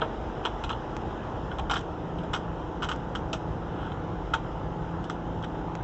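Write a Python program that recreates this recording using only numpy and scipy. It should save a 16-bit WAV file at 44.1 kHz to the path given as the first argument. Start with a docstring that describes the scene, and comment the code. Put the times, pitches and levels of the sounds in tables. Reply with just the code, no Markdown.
"""At an open steel cabinet near a large air-conditioning unit, hands press a plastic wiring-duct cover shut.
The cover snaps and creaks by stick-slip: bursts of small jolts ring its damped modes, and its body thumps low
under some snaps. Sliding fingers rub it, and a nail or clip ticks. The unit hums with sines on multiples of one
shaft speed, beside tones of other motors and mains-fed coils, over a rumble of moving air made of shaped noise.
A small microphone with a dull top leans into the cabinet, which shifts the levels of the hum and the air."""
import sys
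import numpy as np
from scipy import signal
from scipy.fft import rfft, irfft
from scipy.io import wavfile
from scipy.ndimage import uniform_filter1d

SR = 44100
rng = np.random.default_rng(int(sys.argv[2]) if len(sys.argv) > 2 else 0)


def digitize_waveform(pressure):
    """Quantize a signal to 16-bit integers and store it at the path in sys.argv[1].

    Rows of a 2-D input are taken as channels; values are limited to [-1, 1].
    """
    field = np.atleast_2d(pressure).T
    bounded = np.clip(field, -1, 1)
    quanta = np.round(bounded * 32767).astype(np.int16)
    wavfile.write(sys.argv[1], SR, quanta)


def field_ratio(decibels):
    """Amplitude ratio for a level in dB (20 dB per decade); scalars and array-likes work."""
    return 10 ** (np.asarray(decibels, dtype=float) / 20)


N = 257103  # length in samples

# Damped modes of the cover and the cabinet: mode_hz [Hz], level_db [dB, relative],
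# t60_s [s, decay by 60 dB after one slip]
COVER_MODES = [(391, -2.5, 0.024), (456, -4, 0.031), (635.4, -5.5, 0.039), (782, 8.5, 0.012),
               (902.5, 3.5, 0.045), (928, 5.5, 0.029), (1110, 2, 0.021), (1281, 12, 0.01),
               (1434, 10, 0.012), (1634, -3, 0.03), (1790, -2.5, 0.017), (1875, -4, 0.021),
               (2160, -2.5, 0.02), (2305, -3.5, .012), (2500, 2.5, 0.02), (2705, 0, 0.018),
               (2890, 2.5, 0.018), (3073, 5, 0.018), (3280, 1.5, 0.027), (3450, 6, 0.011),
               (3656, 2.5, 0.014), (3877, -1.5, 0.022), (4040, -3, 0.015), (4360, 4.5, 0.0089),
               (4760, 7, 0.0057), (4990, 9.5, 0.0081), (5530, 10, 0.0067), (5850, -3.5, 0.049),
               (6150, 6, 0.0064), (6500, -3, 0.032), (6890, 1.5, 0.0052), (7590, -7.5, 0.03),
               (7240, -1.5, 0.021), (7824, -7, 0.023)]
BODY_TOP_HZ = 2200  # the cover's body modes lie below this


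def evened(x):
    """Normalization: scales a signal to an rms of 1."""
    return x / np.sqrt(np.mean(x ** 2) + 1e-20)


def read(points, hz):
    """Spectral interpolation: reads a spectrum table on a log-frequency axis."""
    f, value = np.transpose(points)
    return np.interp(np.log(hz + 1), np.log(f + 1), value)


def add(mix, start_s, sound):
    """Superposition: pressures add, so a sound is summed into the mix from start_s."""
    part = mix[round(start_s * SR):][:len(sound)]
    part += sound[:len(part)]


def drift(t, top_hz):
    """Slow random fluctuation: sines of random phase whose power falls as 1/f, scaled to an rms of 1."""
    total = 0
    for f in np.geomspace(top_hz / 20, top_hz, 12):
        total = total + np.sin(2 * np.pi * (f * t + rng.random())) / np.sqrt(f)
    return evened(total)


def lean(t):
    """Receiver position: how far the microphone leans into the cabinet, from 0 to 1."""
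    # Path of the microphone: time_s [s], depth [0-1]
    lean_path = [(0, 0), (1.3, 0.05), (1.7, 0.8), (3, 0.79), (4.4, 0.71), (5.1, 0.88), (5.83, 0.9)]
    return np.interp(t, *np.transpose(lean_path))


def ring(body_db, body_hz, middle_hz, edge_db, spread_db):
    """Modal impulse response of the cover to one slip; its free length picks the modes that speak up."""
    edge_from_hz = 4300
    hz, db, t60 = np.transpose(COVER_MODES)[:, :, None]
    t = np.arange(2000) / SR
    level_chance, pitch_chance = rng.standard_normal((2, len(COVER_MODES), 1))
    # levels fall away with the squared distance in octaves from each favoured pitch, down to a floor
    body = (body_db - np.minimum(14 * np.log2(hz / body_hz) ** 2, 9)) * (hz < BODY_TOP_HZ)
    in_middle = (hz > BODY_TOP_HZ) * (hz < edge_from_hz)
    middle = -np.minimum(120 * np.log2(hz / middle_hz) ** 2, 7) * in_middle
    edge = edge_db * (hz > edge_from_hz)
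    level_db = db + body + middle + edge + spread_db * level_chance
    decay = field_ratio(level_db - 60 * t / t60)
    # a finger is soft: low modes build over a cycle, none at once
    soft = 1 - np.exp(-1.1 * np.minimum(hz, 1400) * t)
    # neighbouring modes start in opposite directions
    sides = (-1.) ** np.arange(len(COVER_MODES))[:, None]
    waves = np.sin(2 * np.pi * hz * (1 + 0.014 * pitch_chance) * t)
    return (decay * soft * sides * waves).sum(0)


def slips(count, per_s, uneven_db):
    """Stick-slip friction: a random train of jolts of uneven size and either direction."""
    when, side, size = rng.random((count, 3)).T
    happens = when < per_s / SR
    return happens * np.sign(side - .5) * field_ratio(-uneven_db * np.log(size + 0.11))


def snap(peak_db, body_hz, body_db, middle_hz, edge_db, slide_s):
    """Stick-slip release: slips start hard, ease while the latch slides, then die into the cabinet's echo."""
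    rise_s, slide_fade_db, dying_t60_s = 0.0004, -4.5, 0.016
    first_slip = 2.6  # the break-away jolt, against a slip of 0 dB
    echo_db, echo_t60_s = -22, 0.13
    t = np.arange(10000) / SR
    rise = np.minimum(t / rise_s, 1)
    slide_db = slide_fade_db * np.minimum(t / slide_s, 1)
    dying_db = -60 * np.maximum(t - slide_s, 0) / dying_t60_s
    jolts = slips(count=len(t), per_s=650, uneven_db=3.5) * rise * field_ratio(slide_db + dying_db)
    jolts[round(rise_s * SR)] = first_slip
    # many overlapping reflections act as decaying noise
    echo = rise * field_ratio(echo_db - 60 * t / echo_t60_s) * rng.standard_normal(len(t))
    response = ring(body_db, body_hz, middle_hz, edge_db, spread_db=0.5)
    sound = signal.fftconvolve(jolts + echo, response)
    return field_ratio(peak_db) * sound / (abs(sound).max() + 1e-9)


def thump(peak_db, body_hz):
    """Selective modal excitation: a soft onset wakes the cover's body modes alone, mostly near body_hz."""
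    body_modes = [mode for mode in COVER_MODES if mode[0] < BODY_TOP_HZ]
    hz, _, t60 = np.transpose(body_modes)[:, :, None]
    t = np.arange(3000) / SR
    near_db = -40 * np.log2(hz / body_hz) ** 2
    decay = field_ratio(near_db - 60 * t / (t60 + 0.11))  # each t60 is 0.11 s longer than after a slip
    soft = 1 - np.exp(-t / 0.00069)
    waves = np.sin(2 * np.pi * (hz * t + rng.random(hz.shape)))
    sound = (decay * soft * waves).sum(0)
    return field_ratio(peak_db) * sound / abs(sound).max()


def tick(impulse_db):
    """Hard impact: one impulse and a faint short scatter through a minimum-phase filter."""
    # Spectrum of the strike: freq_hz [Hz], level_db [dB, relative]
    tick_colour = [(710, -6), (1200, -4.5), (2670, -13), (4100, -23), (6370, -21), (7310, -24.5),
                   (7740, -28), (8400, -81), (10900, -101), (18500, -120)]
    log_gain = np.log(field_ratio(read(tick_colour, abs(np.fft.fftfreq(2048, 1 / SR)))))
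    # phase derived from the log gain leaves no ringing ahead of the strike
    pulse = np.fft.ifft(np.exp(np.conj(signal.hilbert(log_gain)))).real[:1024]
    t = np.arange(1500) / SR
    scatter = 0.046 * rng.standard_normal(1500) * field_ratio(-60 * t / 0.041)
    scatter[0] = 1
    return field_ratio(impulse_db) * np.convolve(scatter, pulse / abs(pulse).max())


def rub():
    """Sliding friction: dense slips under the fingers ring the same cover; each stroke swells and eases."""
    # Strokes along the cover: start_s [s], length_s [s], level_db [dB rms at the top of the swell]
    strokes = [(3.70, 0.27, -43.5)]
    jolts = slips(count=N, per_s=2500, uneven_db=1)
    response = ring(body_db=7, body_hz=1200, middle_hz=3100, edge_db=-23, spread_db=0)
    scuff = signal.fftconvolve(jolts, response)[:N]
    t = np.arange(N) / SR
    press = 0
    for start_s, length_s, level_db in strokes:
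        progress = np.clip((t - start_s) / length_s, 0, 1)
        press = press + field_ratio(level_db) * np.sin(np.pi * progress) ** 2
    return press * evened(scuff)


def hum():
    """Harmonic series of a rotating shaft, with other tones: sines waver as sound paths shift."""
    shaft_hz = 28.1
    # Multiples of the shaft speed with the microphone out: {multiple: level_db [dB rms]}
    order_db = {2: -48.5, 4: -58.5, 6: -62, 7: -64, 8: -48.5, 9: -60.5, 10: -56, 11: -50, 12: -49, 13: -57,
                14: -51.5, 15: -55, 16: -52, 17: -53.5, 18: -51, 19: -55.5, 22: -60, 23: -56, 26: -52.5, 28:
                -52.5, 32: -52.5, 35: -56.5}
    # What a full lean adds to some multiples: {multiple: change_db [dB]}
    lean_order_db = {6: 22.5, 8: -19, 10: 5, 11: 3, 12: 0.5, 16: -2, 18: -1.5, 28: -1, 32: 1.5}
    # Course of the 30th multiple: time_s [s], level_db [dB rms]
    thirtieth = [(0, -49), (1.3, -48), (1.7, -50), (2.2, -53), (3.1, -50), (4, -50.5), (4.7, -48),
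                 (5.83, -47)]
    # Tones of other motors and of mains-fed coils: pitch_hz [Hz], level_db [dB rms]
    other_tones = [(45.6, -51), (116, -56), (120, -55), (148, -51), (240, -61), (360, -57), (907, -59),
                   (991, -62), (1026, -63), (1321, -62)]
    t = np.arange(0, N + 64, 64) / SR  # coarse time for the slow changes
    time = np.arange(N) / SR
    lines = []
    for k, db in order_db.items():
        lines.append((shaft_hz * k, db + lean_order_db.get(k, 0) * lean(t)))
    lines += other_tones
    lines.append((shaft_hz * 30, np.interp(t, *np.transpose(thirtieth))))
    total = 0
    for hz, db in lines:
        level_db = db + .7 * drift(t, top_hz=2.5) + 1.5 * drift(t, top_hz=25)
        turns = 0.03 * drift(t, top_hz=12)  # phase wander in cycles
        cycles = hz * time + np.interp(time, t, turns) + rng.random()
        level = np.interp(time, t, field_ratio(level_db))
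        total = total + np.sqrt(2) * level * np.sin(2 * np.pi * cycles)
    return total


def air():
    """Broadband flow noise: random short-time spectra in drifting patches; the lean shifts their colour."""
    air_db = -35.5  # rms level
    # Spectrum of the moving air: freq_hz [Hz], level_db [dB per Hz, relative]
    air_colour = [(15, -25.5), (30, -4), (45, 2.5), (75, 0.5), (100, -2), (150, -5), (259, -10), (584, -12),
                  (833, -11), (1460, -16.5), (2300, -33.5), (3040, -27.5), (3820, -36), (4450, -48),
                  (5050, -40.5), (7390, -48), (8600, -70.5)]
    # What a full lean adds to the air: freq_hz [Hz], change_db [dB]
    lean_air = [(40, -1.5), (75, -4.5), (110, 3), (160, 3), (400, 0.5), (1200, -2.5), (4000, -3)]
    frames, hz = N // 256 + 5, np.fft.rfftfreq(1024, 1 / SR)
    a, b, patches = rng.standard_normal((frames, 513, 3)).T
    patches = uniform_filter1d(patches, size=10, axis=0)  # smooth over frequency
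    patches = evened(uniform_filter1d(patches, size=12, axis=1))  # and over time
    t = np.arange(frames) * 256 / SR
    swell_db = read(lean_air, hz)[:, None] * lean(t)
    spectra = (a + 1j * b) * field_ratio(swell_db + 1.5 * patches)
    grain = signal.istft(spectra, nperseg=1024, noverlap=768)[1][:N]
    gain = field_ratio(read(air_colour, np.fft.rfftfreq(N, 1 / SR)))
    return field_ratio(air_db) * evened(irfft(rfft(grain) * gain, N))


def scene():
    """Superposition of the handling close by with the hum and the air."""
    # Snaps and creaks: start_s [s], peak_db [dB], body_hz [Hz, body centre], body_db [dB against the
    # middle modes], middle_hz [Hz, middle centre], edge_db [dB against the middle modes], slide_s [s]
    snaps = [(0.009, -32, 1270, -5, 3050, -29, 0.006), (0.015, -20.5, 1270, 3, 3050, -30, 0.005),
             (0.019, -18, 1270, 10, 3150, -25, 0.0069), (0.029, -24, 1100, 11, 3100, -24, 0.018),
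             (0.439, -33, 1290, 4, 2660, -16, 0.0078), (0.45, -16, 1240, -0.5, 3100, -20.5, 0.0069),
             (.456, -16.5, 1260, 1, 3230, -18, 0.0075), (.464, -25, 900, 14, 3120, -18, 0.0047),
             (0.483, -44, 900, 8, 3300, -18, .003), (0.637, -21.5, 1200, 1.5, 2820, -16, 0.0039),
             (0.642, -28, 1000, 0, 3650, -16.5, 0.0039), (0.692, -23, 1110, 1, 2830, -17, 0.006),
             (.701, -21.5, 1140, 6, 3300, -22, 0.0098), (.714, -27, 1000, 3, 3200, -14, .005),
             (0.726, -27, 840, -3, 3070, -28, 0.006), (1.514, -29, 1270, 7, 3200, -22, 0.0095),
             (1.584, -22, 865, 6, 3350, -18, 0.015), (1.696, -19.5, 1010, 6, 3400, -18, 0.003),
             (1.701, -19, 1200, 3.5, 3370, -18, 0.0071), (1.709, -16.5, 910, 7.5, 2880, -14, 0.004),
             (1.714, -21.5, 930, 1, 3280, -15.5, .003), (1.720, -23.5, 1110, 6, 3130, -9, 0.011),
             (1.734, -18.5, 1300, 5, 3450, -17, 0.0039), (1.739, -23, 1300, 4, 3400, -11, .003),
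             (1.747, -30, 1100, 1, 3200, -7, .006), (1.755, -20, 1270, 3, 3340, -18, 0.0028),
             (1.759, -21.5, 1100, 10, 3300, -15, .004), (1.764, -19.5, 1310, 6.5, 3370, -19.5, 0.0037),
             (1.769, -22.5, 1200, 1, 3280, -16, 0.0045), (1.778, -34, 1200, -2, 3100, -5, .003),
             (1.789, -37, 840, 3, 3240, -6.5, 0.024), (2.184, -38.5, 860, -3, 3020, -20, 0.014),
             (2.233, -39, 900, -0.5, 3200, -16, 0.012), (2.332, -22, 1430, 7, 3360, -14, 0.003),
             (2.336, -17.5, 1100, 4.5, 3200, -15, .006), (2.344, -20.5, 1300, 3, 3300, -13, .004),
             (2.349, -25.5, 875, 1, 3200, -9, 0.0094), (2.360, -25.5, 1400, 4, 3300, -13, 0.0081),
             (2.372, -35, 1200, -1, 3200, -11, .006), (2.820, -23.5, 1340, 3, 3280, -20, 0.0033),
             (2.824, -20.5, 1330, 8.5, 3130, -15, .004), (2.829, -20, 1100, 5, 3100, -11, 0.0032),
             (2.833, -25, 1300, 8, 3130, -17, 0.0027), (2.837, -20.5, 1320, 7, 3120, -18, .003),
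             (2.843, -22.5, 1270, 6, 3120, -12, 0.0064), (2.850, -31, 900, 6, 3200, -14, 0.0032),
             (2.886, -22.5, 1350, 2, 2980, -16, 0.003), (2.890, -19.5, 1300, 8, 2960, -12, 0.0046),
             (2.898, -27, 1290, 8, 3100, -8, 0.0088), (2.913, -19.5, 1270, 7, 3100, -20, 0.003),
             (2.917, -23, 1210, 5, 3120, -11, 0.0024), (2.924, -27.5, 1280, 4, 3000, -14, 0.0038),
             (2.93, -34, 1200, 3, 3120, -10, 0.0052), (3.15, -21, 1310, 7, 3050, -13, 0.0038),
             (3.155, -23.5, 1310, 3, 3160, -12, 0.003), (3.329, -19.5, 1300, -5.5, 2800, -17, 0.0037),
             (3.332, -23.5, 1100, -3, 2800, -7, .004), (3.338, -27, 1240, 9, 3330, -9, 0.01),
             (3.761, -52, 1100, -6, 2820, -15, .004), (3.825, -45, 982, 9, 3530, -23, 0.0045),
             (3.917, -32, 1120, 7.5, 3450, -22, 0.005), (4.335, -13, 1350, 9.5, 3300, -21, 0.0038),
             (4.338, -16.5, 1340, 4, 3500, -13, 0.0085), (4.346, -30.5, 900, 5, 3330, -8.5, .006),
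             (4.352, -44, 870, 13, 3120, 3, 0.0031), (5.04, -39, 880, 2, 2880, -9, .012),
             (5.097, -21, 1370, 9, 3350, -8.5, 0.0012), (5.103, -32, 1100, 0, 3560, -13, 0.0039),
             (5.424, -36, 1500, -2, 3400, -12, 0.0033), (5.435, -28.5, 1630, 4, 3250, -28, 0.003),
             (5.441, -28.5, 1600, 4, 3340, -16, 0.0059)]
    # Low thumps of the cover's body, mostly together with a snap:
    # start_s [s], peak_db [dB], body_hz [Hz, body centre]
    thumps = [(.018, -23, 540), (0.452, -30, 382), (0.701, -27.5, 1130), (1.586, -28, 950),
              (1.711, -24, 790), (1.735, -37, 950), (2.238, -29, 637), (2.916, -41, 1000),
              (3.332, -27.5, 614), (4.338, -31, 920)]
    # A nail or clip strikes once: start_s [s], impulse_db [dB, peak of the bare impulse]
    ticks = [(0.9667, -20.5), (2.961, -28), (5.7528, -21)]
    mix = rub() + hum() + air()
    for start_s, *how in snaps:
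        add(mix, start_s, snap(*how))
    for start_s, *how in thumps:
        add(mix, start_s, thump(*how))
    for start_s, impulse_db in ticks:
        add(mix, start_s, tick(impulse_db))
    return mix[None]


def top_cut(x):
    """Nothing passes above the cut-off."""
    return signal.sosfilt(signal.butter(12, 8790, fs=SR, output="sos"), x)


def record(dry):
    """Band limitation: a linear-phase low-pass at 8150 Hz gives the dull top."""
    low_pass = signal.firwin(511, 8150, window=("kaiser", 9), fs=SR)
    dull = signal.oaconvolve(dry, low_pass[None], "same")
    return top_cut(dull)


dry = scene()
out = record(dry)
digitize_waveform(out)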